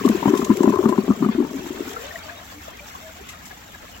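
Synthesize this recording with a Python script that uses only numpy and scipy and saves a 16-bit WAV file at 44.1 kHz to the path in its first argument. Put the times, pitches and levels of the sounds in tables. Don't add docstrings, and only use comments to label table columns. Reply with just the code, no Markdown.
import sys
import numpy as np
from scipy import signal
from scipy.fft import rfft, irfft, next_fast_len
from scipy.io import wavfile
from scipy.ndimage import uniform_filter1d, minimum_filter1d, map_coordinates

SR = 44100
rng = np.random.default_rng(int(sys.argv[2]) if len(sys.argv) > 2 else 0)


def dump_mix(stems):
    frames = np.atleast_2d(stems).T
    limited = np.clip(frames, -1, 1)
    pcm = np.round(limited * 32767).astype(np.int16)
    wavfile.write(sys.argv[1], SR, pcm)


N = 176400

# (peak time [s], level [dB], pitch [Hz], swell time [s])
GLUGS = [(.056, -5, 291, 0.005), (0.072, -12.5, 223, 0.0075), (.099, -7.5, 276, 0.0029),
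         (0.112, -14, 243, 0.005), (0.157, -16, 315, 0.01), (0.23, -16, 290, 0.002),
         (.260, -6, 285, 0.0022), (0.274, -11, 242, 0.0065), (0.289, -10.5, 250, 0.0055),
         (.299, -13, 306, .005), (.312, -14, 322, 0.007), (.338, -6.5, 307, 0.0029),
         (0.355, -17, 380, 0.0024), (.396, -13.5, 297, 0.0038), (0.43, -15, 248, 0.0038),
         (0.505, 0.5, 258, 0.0059), (.520, -10.5, 308, 0.0073), (0.608, -7, 315, 0.0015),
         (.645, -6, 312, 0.0032), (.676, -3.5, 262, 0.0025), (0.694, -8, 288, 0.006),
         (0.706, -13.5, 306, 0.0016), (.740, -20, 433, 0.0042), (.762, -18, 327, 0.004),
         (0.794, -11.5, 350, 0.0043), (.840, -14, 353, 0.0015), (0.861, -4, 246, 0.0033),
         (0.894, -9, 270, 0.0018), (0.927, -16.5, 305, 0.0074), (0.987, -6.5, 252, 0.0021),
         (1.081, -13.5, 337, 0.00057), (1.096, -10, 235, 0.0058), (1.107, -4.5, 247, 0.0045),
         (1.216, -20, 177, 0.015), (1.228, -8, 278, 0.0043), (1.243, -16, 206, 0.0057),
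         (1.263, -9.5, 246, 0.0027), (1.296, -11.5, 226, 0.0078), (1.351, -16, 267, 0.00084),
         (1.392, -10.5, 289, 0.0094), (1.405, -10.5, 307, 0.0024), (1.426, -17, 275, 0.015),
         (1.45, -18, 320, 0.00057), (1.561, -23, 262, 0.012), (1.709, -22.5, 297, 0.0033),
         (1.808, -22, 322, 0.0022), (1.878, -25.5, 300, 0.0023)]
GLUG_TRIM_DB, GLUG_T60_S = -1, 0.035
GLUG_SAG, SAG_S = 0.17, 0.0068


def glugs():
    out, t = np.zeros(N), np.arange(-SR // 40, SR // 8) / SR
    for s, db, hz, swell in GLUGS:
        phase = 2 * np.pi * hz * (t - GLUG_SAG * SAG_S * np.log(np.cosh(t / SAG_S)))
        add(out, s + t[0], amp(db + GLUG_TRIM_DB) * burst(t, swell, GLUG_T60_S) * np.cos(phase))
    return out


# (peak time [s], level [dB])
THUMPS = [(.278, -18), (0.504, -19), (.69, -28.5)]
THUMP_HZ = 131


def thumps():
    out, t = np.zeros(N), np.arange(-SR // 40, SR // 8) / SR
    for s, db in THUMPS:
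        envelope = amp(db) * burst(t, swell_s=0.0055, t60_s=0.06)
        add(out, s + t[0], envelope * np.sin(2 * np.pi * THUMP_HZ * t))
    return out


# (peak time [s], level [dB], pitch [Hz])
PLOPS = [(0.078, -20, 1194), (0.229, -22.5, 920), (0.257, -15.5, 902), (0.281, -18, 1015),
         (.338, -19, 1034), (0.35, -24, 1094), (.419, -24, 1170), (0.503, -12.5, 983), (0.605, -25.5, 1020),
         (0.634, -16, 950), (.658, -21.5, 1046), (.673, -28, 980), (.707, -33, 1030), (.738, -22.5, 1120),
         (0.759, -22, 1110), (0.79, -22.5, 1235), (.839, -28, 1020), (0.857, -16.5, 1190), (.890, -21, 985),
         (0.926, -17.5, 1040), (0.98, -22.5, 940), (1.102, -30, 1276), (1.121, -27, 1190),
         (1.225, -21, 1040), (1.247, -20.5, 1234), (1.289, -22.5, 1082), (1.426, -30, 830),
         (1.449, -32, 890)]
# (frequency [Hz], level [dB])
POP_COLOUR = [(300, -20), (620, -5), (950, 0.5), (1300, -6), (2000, -16), (5000, -34)]
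RING_TRIM_DB, POP_TRIM_DB = -2, -7
PLOP_SWELL_S, RING_T60_S, POP_T60_S, PLOP_RISE = 0.0011, 0.037, 0.034, 0.017


def plops():
    rings, pops, t = np.zeros(N), np.zeros(N), np.arange(-SR // 100, SR // 10) / SR
    for s, db, hz in PLOPS:
        phase = 2 * np.pi * hz * (t + PLOP_RISE * t * t / RING_T60_S)
        add(rings, s + t[0], amp(db + RING_TRIM_DB) * burst(t, PLOP_SWELL_S, RING_T60_S) * np.sin(phase))
        add(pops, s + t[0], amp(db + POP_TRIM_DB) * burst(t, PLOP_SWELL_S, POP_T60_S))
    return rings + pops * coloured(rng.standard_normal(N), POP_COLOUR)


# (time [s], level [dB])
CHURN_LEVELS = [(0, -32.5), (.2, -40.5), (.3, -34.5), (.59, -38), (.7, -29.5), (.93, -37.5), (1.3, -45.5),
                (1.55, -43), (1.85, -49.5), (2.3, -80)]
# (frequency [Hz], level [dB])
CHURN_COLOUR = [(40, -41), (90, -18), (140, -19.5), (200, -3.5), (400, -3.5), (540, -5.5), (780, -12),
                (1080, -0.5), (1500, -15), (2500, -4), (5000, -53)]
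CHURN_TRIM_DB, WAKE_DB, WAKE_T60_S = 4.5, -16.5, 0.042


def churn():
    swarm = bubbles(per_s=390, low_hz=89, high_hz=1860, cycles=9.6, spread_db=0.84, rise=0.11)[0]
    power = (amp(CHURN_TRIM_DB) * level(CHURN_LEVELS)) ** 2
    t = np.arange(SR // 4) / SR
    for s, db, _, swell in GLUGS:
        wake = amp(db + WAKE_DB) * burst(t - swell, swell / 2, WAKE_T60_S)
        add(power, s, wake ** 2)
    return np.sqrt(power) * coloured(swarm, CHURN_COLOUR)


# (width [Hz], gain [dB])
PIPE_NOTES = [(32, -0.5), (41.5, 5.5), (32.7, 4)]
# (time [s], pitch [Hz])
PIPE_LOW = [(.6, 215), (1.25, 209), (1.45, 245), (1.7, 290)]
# (time [s], pitch [Hz])
PIPE_HIGH = [(.08, 1086), (.26, 945), (.4, 1044), (.68, 1010), (.8, 1057), (.97, 1002), (1.1, 1226),
             (1.26, 1210), (1.43, 900)]
# (frequency [Hz], left minus right [dB])
GURGLE_PAN = [(60, 0), (160, 3), (270, 5), (450, 9.5), (740, 21.5), (1200, 9), (2000, 17), (3300, -1)]
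PIPE_MIDDLE_HZ, LOW_CUT_HZ, ECHO_T60_S, ECHO_DB = 384, 46, 0.098, -13


def standpipe(gurgle):
    pitches = glide(PIPE_LOW), PIPE_MIDDLE_HZ, glide(PIPE_HIGH)
    ringing = sum(amp(db) * resonance(gurgle, hz, width) for hz, (width, db) in zip(pitches, PIPE_NOTES))
    direct = filtered(gurgle + ringing, lambda hz: hz ** 2 / (hz ** 2 + LOW_CUT_HZ ** 2))
    t = np.arange(SR // 4) / SR
    tail = rng.standard_normal((2, len(t))) * burst(t, 1, ECHO_T60_S)
    echo = signal.fftconvolve(direct[None], tail / np.linalg.norm(tail[0]), axes=1)[:, :N]
    return panned(left_first(direct, lead_s=0.00015) + amp(ECHO_DB) * echo, GURGLE_PAN)


# (time [s], pitch [Hz], level [dB])
CLOSING_NOTE = [(1.45, 300, -49), (1.648, 330, -36.5), (1.88, 400, -43), (2.0, 460, -39),
                (2.08, 610, -43.5), (2.22, 650, -52), (2.299, 610, -47), (2.43, 590, -54)]
CLOSING_WIDTH_HZ = 100


def closing_note():
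    s, hz, db = np.transpose(CLOSING_NOTE)
    t = np.arange(N) / SR
    phase = 2 * np.pi * np.cumsum(np.interp(t, s, hz)) / SR
    ring = wobble(CLOSING_WIDTH_HZ) * np.cos(phase) + wobble(CLOSING_WIDTH_HZ) * np.sin(phase)
    envelope = amp(np.interp(t, s, db, left=-120, right=-120))
    return panned(unit(ring) * envelope, GURGLE_PAN)


# (time [s], level [dB])
FIZZ_LEVELS = [(0, -43), (.3, -42), (.5, -43.5), (.68, -43.5), (1.05, -48), (1.35, -49), (1.7, -46.5),
               (1.92, -44.5), (2.37, -50.5), (2.7, -49.5), (2.93, -45.5), (3.1, -51), (4, -50.5)]
# (frequency [Hz], level [dB])
FIZZ_COLOUR = [(1500, -39), (3000, -1.5), (4500, -7), (5700, 1), (6600, 0.5), (7400, 2), (8200, -6.5),
               (9200, -14.5), (12000, -2.5), (14000, -4), (15500, -0.5)]
# (peak time [s], level [dB], time to fade by 60 dB [s])
SPITS = [(0.062, -29.5, 0.023), (0.091, -26, 0.0099), (0.377, -31, 0.066), (.449, -29, 0.048),
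         (0.573, -31, 0.012), (0.634, -34, 0.041), (0.7, -38, 0.034), (0.758, -36, 0.026),
         (0.891, -35, 0.11), (1.935, -36.5, 0.032), (3.292, -36.5, 0.16), (3.457, -39.5, 0.12)]
# (frequency [Hz], level [dB])
SPIT_COLOUR = [(700, -25), (1900, 7), (4500, -0.5), (5700, 1.5), (7400, 6.5), (9000, -8.5), (12000, 0),
               (15500, -17)]
# (frequency [Hz], left minus right [dB])
SPRAY_PAN = [(3000, 10), (5500, -3.5), (7500, -6.5), (10000, 5), (15000, 2.5)]
FIZZ_TRIM_DB, THIN_RING_DB = 2.5, -2


def spray():
    droplets = unit(bubbles(per_s=2100, low_hz=3100, high_hz=15900, cycles=27, spread_db=5.5, rise=0.028))
    fizz = coloured(droplets + 2 * patchy(depth_db=2, size=256), FIZZ_COLOUR)
    flicker_db = 1.46 * wobble(110) + 1.5 * wobble(18)
    fizz *= amp(FIZZ_TRIM_DB + flicker_db) * level(FIZZ_LEVELS)
    spits, t = np.zeros(N), np.arange(-SR // 100, SR // 5) / SR
    for s, db, t60 in SPITS:
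        add(spits, s + t[0], amp(db) * burst(t, swell_s=0.0042, t60_s=t60))
    mist = fizz + spits * coloured(patchy(depth_db=2, size=256), SPIT_COLOUR)
    thin_ring = amp(THIN_RING_DB) * resonance(mist, hz=7376, width_hz=64)
    return panned(mist + thin_ring, SPRAY_PAN)


# (time [s], level [dB])
TRICKLE_LEVELS = [(0, -38), (.3, -38.5), (.7, -43), (1.1, -43), (1.55, -43), (1.8, -42), (2.15, -41),
                  (2.25, -43), (2.32, -41), (2.4, -45), (2.95, -45), (3.22, -45.5), (4, -47.5)]
# (frequency [Hz], level [dB])
TRICKLE_COLOUR = [(250, -4.5), (480, 1.5), (650, 1), (900, -2), (1300, 1), (1800, 1), (2400, -0.5),
                  (3300, -3), (5000, -11.5), (9000, -35)]
# (frequency [Hz], left minus right [dB])
TRICKLE_PAN = [(400, 1.5), (800, 4.5), (2000, 5.5), (3500, -2)]
BUBBLES_DB, WASH_DB = -3, 0.5


def trickle():
    swarm = bubbles(per_s=600, low_hz=650, high_hz=4800, cycles=30, spread_db=1.6, rise=0.05)
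    swarm = coloured(swarm, TRICKLE_COLOUR + [(12000, -60)])
    wash = coloured(rng.standard_normal(N) + 2 * patchy(depth_db=5, size=1024), TRICKLE_COLOUR)
    flicker = amp(1.66 * wobble(34.685))
    flow = level(TRICKLE_LEVELS) * flicker * (amp(BUBBLES_DB) * swarm + amp(WASH_DB) * wash)
    return panned(left_first(flow + drops(), lead_s=0.00046), TRICKLE_PAN)


# (peak time [s], level [dB], pitch [Hz], swell time [s])
DROPS = [(1.969, -21.5, 1340, 0.0041), (2.115, -31, 1820, .008), (2.159, -22, 1884, 0.00086),
         (2.299, -29, 1644, 0.0059), (2.684, -27.5, 630, 0.0027), (2.797, -32.5, 2360, 0.0044),
         (2.954, -27.5, 1050, 0.0037), (3.215, -34.5, 410, 0.0037), (3.517, -34, 1680, 0.0084),
         (3.750, -33.5, 1670, .006)]
DROP_TRIM_DB, DROP_T60_S, DROP_ROUGHNESS_RAD = -0.5, 0.032, 0.39


def drops():
    out, t = np.zeros(N), np.arange(-SR // 100, SR // 8) / SR
    for s, db, hz, swell in DROPS:
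        phase = 2 * np.pi * hz * t + DROP_ROUGHNESS_RAD * wobble(653)[:len(t)]
        add(out, s + t[0], amp(db + DROP_TRIM_DB) * burst(t, swell, DROP_T60_S) * np.sin(phase))
    return out


# (start time [s], length [s], pitch [Hz], level [dB])
HOLLOW_TONES = [(2.134, 0.047, 669, -36.5), (2.291, 0.068, 690, -40.5), (2.54, 0.07, 298, -40.5),
                (2.798, 0.057, 590, -43), (3.008, 0.12, 641, -39.5)]
TONE_WAVER = 0.017


def hollow_tones():
    out, waver = np.zeros(N), 1 + TONE_WAVER * wobble(90)
    for s, length, hz, db in HOLLOW_TONES:
        n = int(length * SR)
        envelope = amp(db) * np.sin(np.linspace(0, np.pi, n))
        phase = 2 * np.pi * hz * np.cumsum(waver[int(s * SR):][:n]) / SR
        add(out, s, envelope * np.sin(phase))
    return panned(out, TRICKLE_PAN)


# (frequency [Hz], level [dB])
RUMBLE_COLOUR = [(25, -35), (40, -12), (58, 1.5), (90, 0), (130, -11.5), (180, -4), (300, -7.5), (450, -32),
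                 (800, -32), (2000, -47)]
RUMBLE_DB = -48.5


def rumble():
    air = rng.standard_normal(N) + 0.28 * rng.standard_normal((2, N))
    return amp(RUMBLE_DB) * coloured(air, RUMBLE_COLOUR)


def bubbles(per_s, low_hz, high_hz, cycles, spread_db, rise):
    out = np.zeros((2, N))
    draws = np.random.default_rng(rng.integers(2 ** 30)).random((int(per_s * N / SR), 4))
    for when, pitch, size, place in draws:
        hz = low_hz * (high_hz / low_hz) ** pitch
        age = np.linspace(0, 1, int(cycles / hz * SR) + 2)
        side_shift = np.pi * (place - .5) * np.array([[1], [-1]])
        phase = 2 * np.pi * cycles * (age + rise * age * age / 2) + side_shift
        gain = amp(-spread_db * np.log(1 - .97 * size))
        envelope = (1 - np.exp(-2 * age * cycles)) * np.exp(-np.log(100) * age)
        add(out, when * N / SR, gain * envelope * np.sin(phase))
    return out


def patchy(depth_db, size):
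    bands = signal.stft(rng.standard_normal((2, N)), nperseg=size)[2]
    flare = uniform_filter1d(rng.standard_normal(bands.shape[1:]), size=4, axis=0)
    flare = uniform_filter1d(flare, size=3, axis=1)
    return unit(signal.istft(bands * amp(depth_db * unit(flare)), nperseg=size)[1][:, :N])


def resonance(x, hz, width_hz):
    turn = np.exp(2j * np.pi * np.cumsum(hz * np.ones(N)) / SR)
    keep = np.exp(-np.pi * abs(width_hz) / SR)
    return 2 * np.real(turn * signal.lfilter([1 - keep], [1, -keep], x / turn))


def burst(t, swell_s, t60_s):
    return np.where(t < 0, np.exp(-(t / swell_s) ** 2), np.exp(-np.log(1000) * np.abs(t) / t60_s))


def amp(db):
    return 10 ** (np.asarray(db) / 20)


def unit(x):
    return x / np.sqrt(np.mean(x ** 2) + 1e-20)


def glide(rows):
    return np.interp(np.arange(N) / SR, *np.transpose(rows))


def level(rows):
    return amp(glide(rows))


def along(points, hz):
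    frequencies, values = np.transpose(points)
    return np.interp(np.log(hz + 1), np.log(frequencies + 1), values)


def wobble(per_s):
    return map_coordinates(rng.standard_normal(int(N * per_s / SR) + 4), [np.arange(N) * per_s / SR])


def filtered(x, response):
    size = next_fast_len(N + SR // 2)
    return irfft(rfft(x, size) * response(np.fft.rfftfreq(size, 1 / SR)), size)[..., :N]


def coloured(x, colour):
    return unit(filtered(x, lambda hz: amp(along(colour, hz))))


def panned(x, pan):
    def gains(hz):
        ratio = amp(along(pan, hz))
        return 2 * np.array([ratio, np.ones_like(ratio)]) / (1 + ratio)
    return filtered(x, gains)


def left_first(x, lead_s):
    return filtered(x, lambda hz: np.exp(1j * np.pi * hz * lead_s * np.array([[1], [-1]])))


def add(track, s, sound):
    start = max(round(s * SR), 0)
    part = track[..., start:start + sound.shape[-1]]
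    part += sound[..., :part.shape[-1]]


def scene():
    gurgle = glugs() + thumps() + plops() + churn()
    return standpipe(gurgle) + closing_note() + spray() + trickle() + hollow_tones() + rumble()


LIMITER_S, TOP_HZ = 0.0033, 16000


def record(dry):
    n = int(LIMITER_S * SR)
    needed_gain = np.minimum(1, 1 / (np.abs(dry).max(axis=0) + 1e-9))
    smooth_gain = uniform_filter1d(minimum_filter1d(needed_gain, 2 * n), n)
    return filtered(dry * smooth_gain, lambda hz: hz < TOP_HZ)


dry = scene()
out = record(dry)
dump_mix(out)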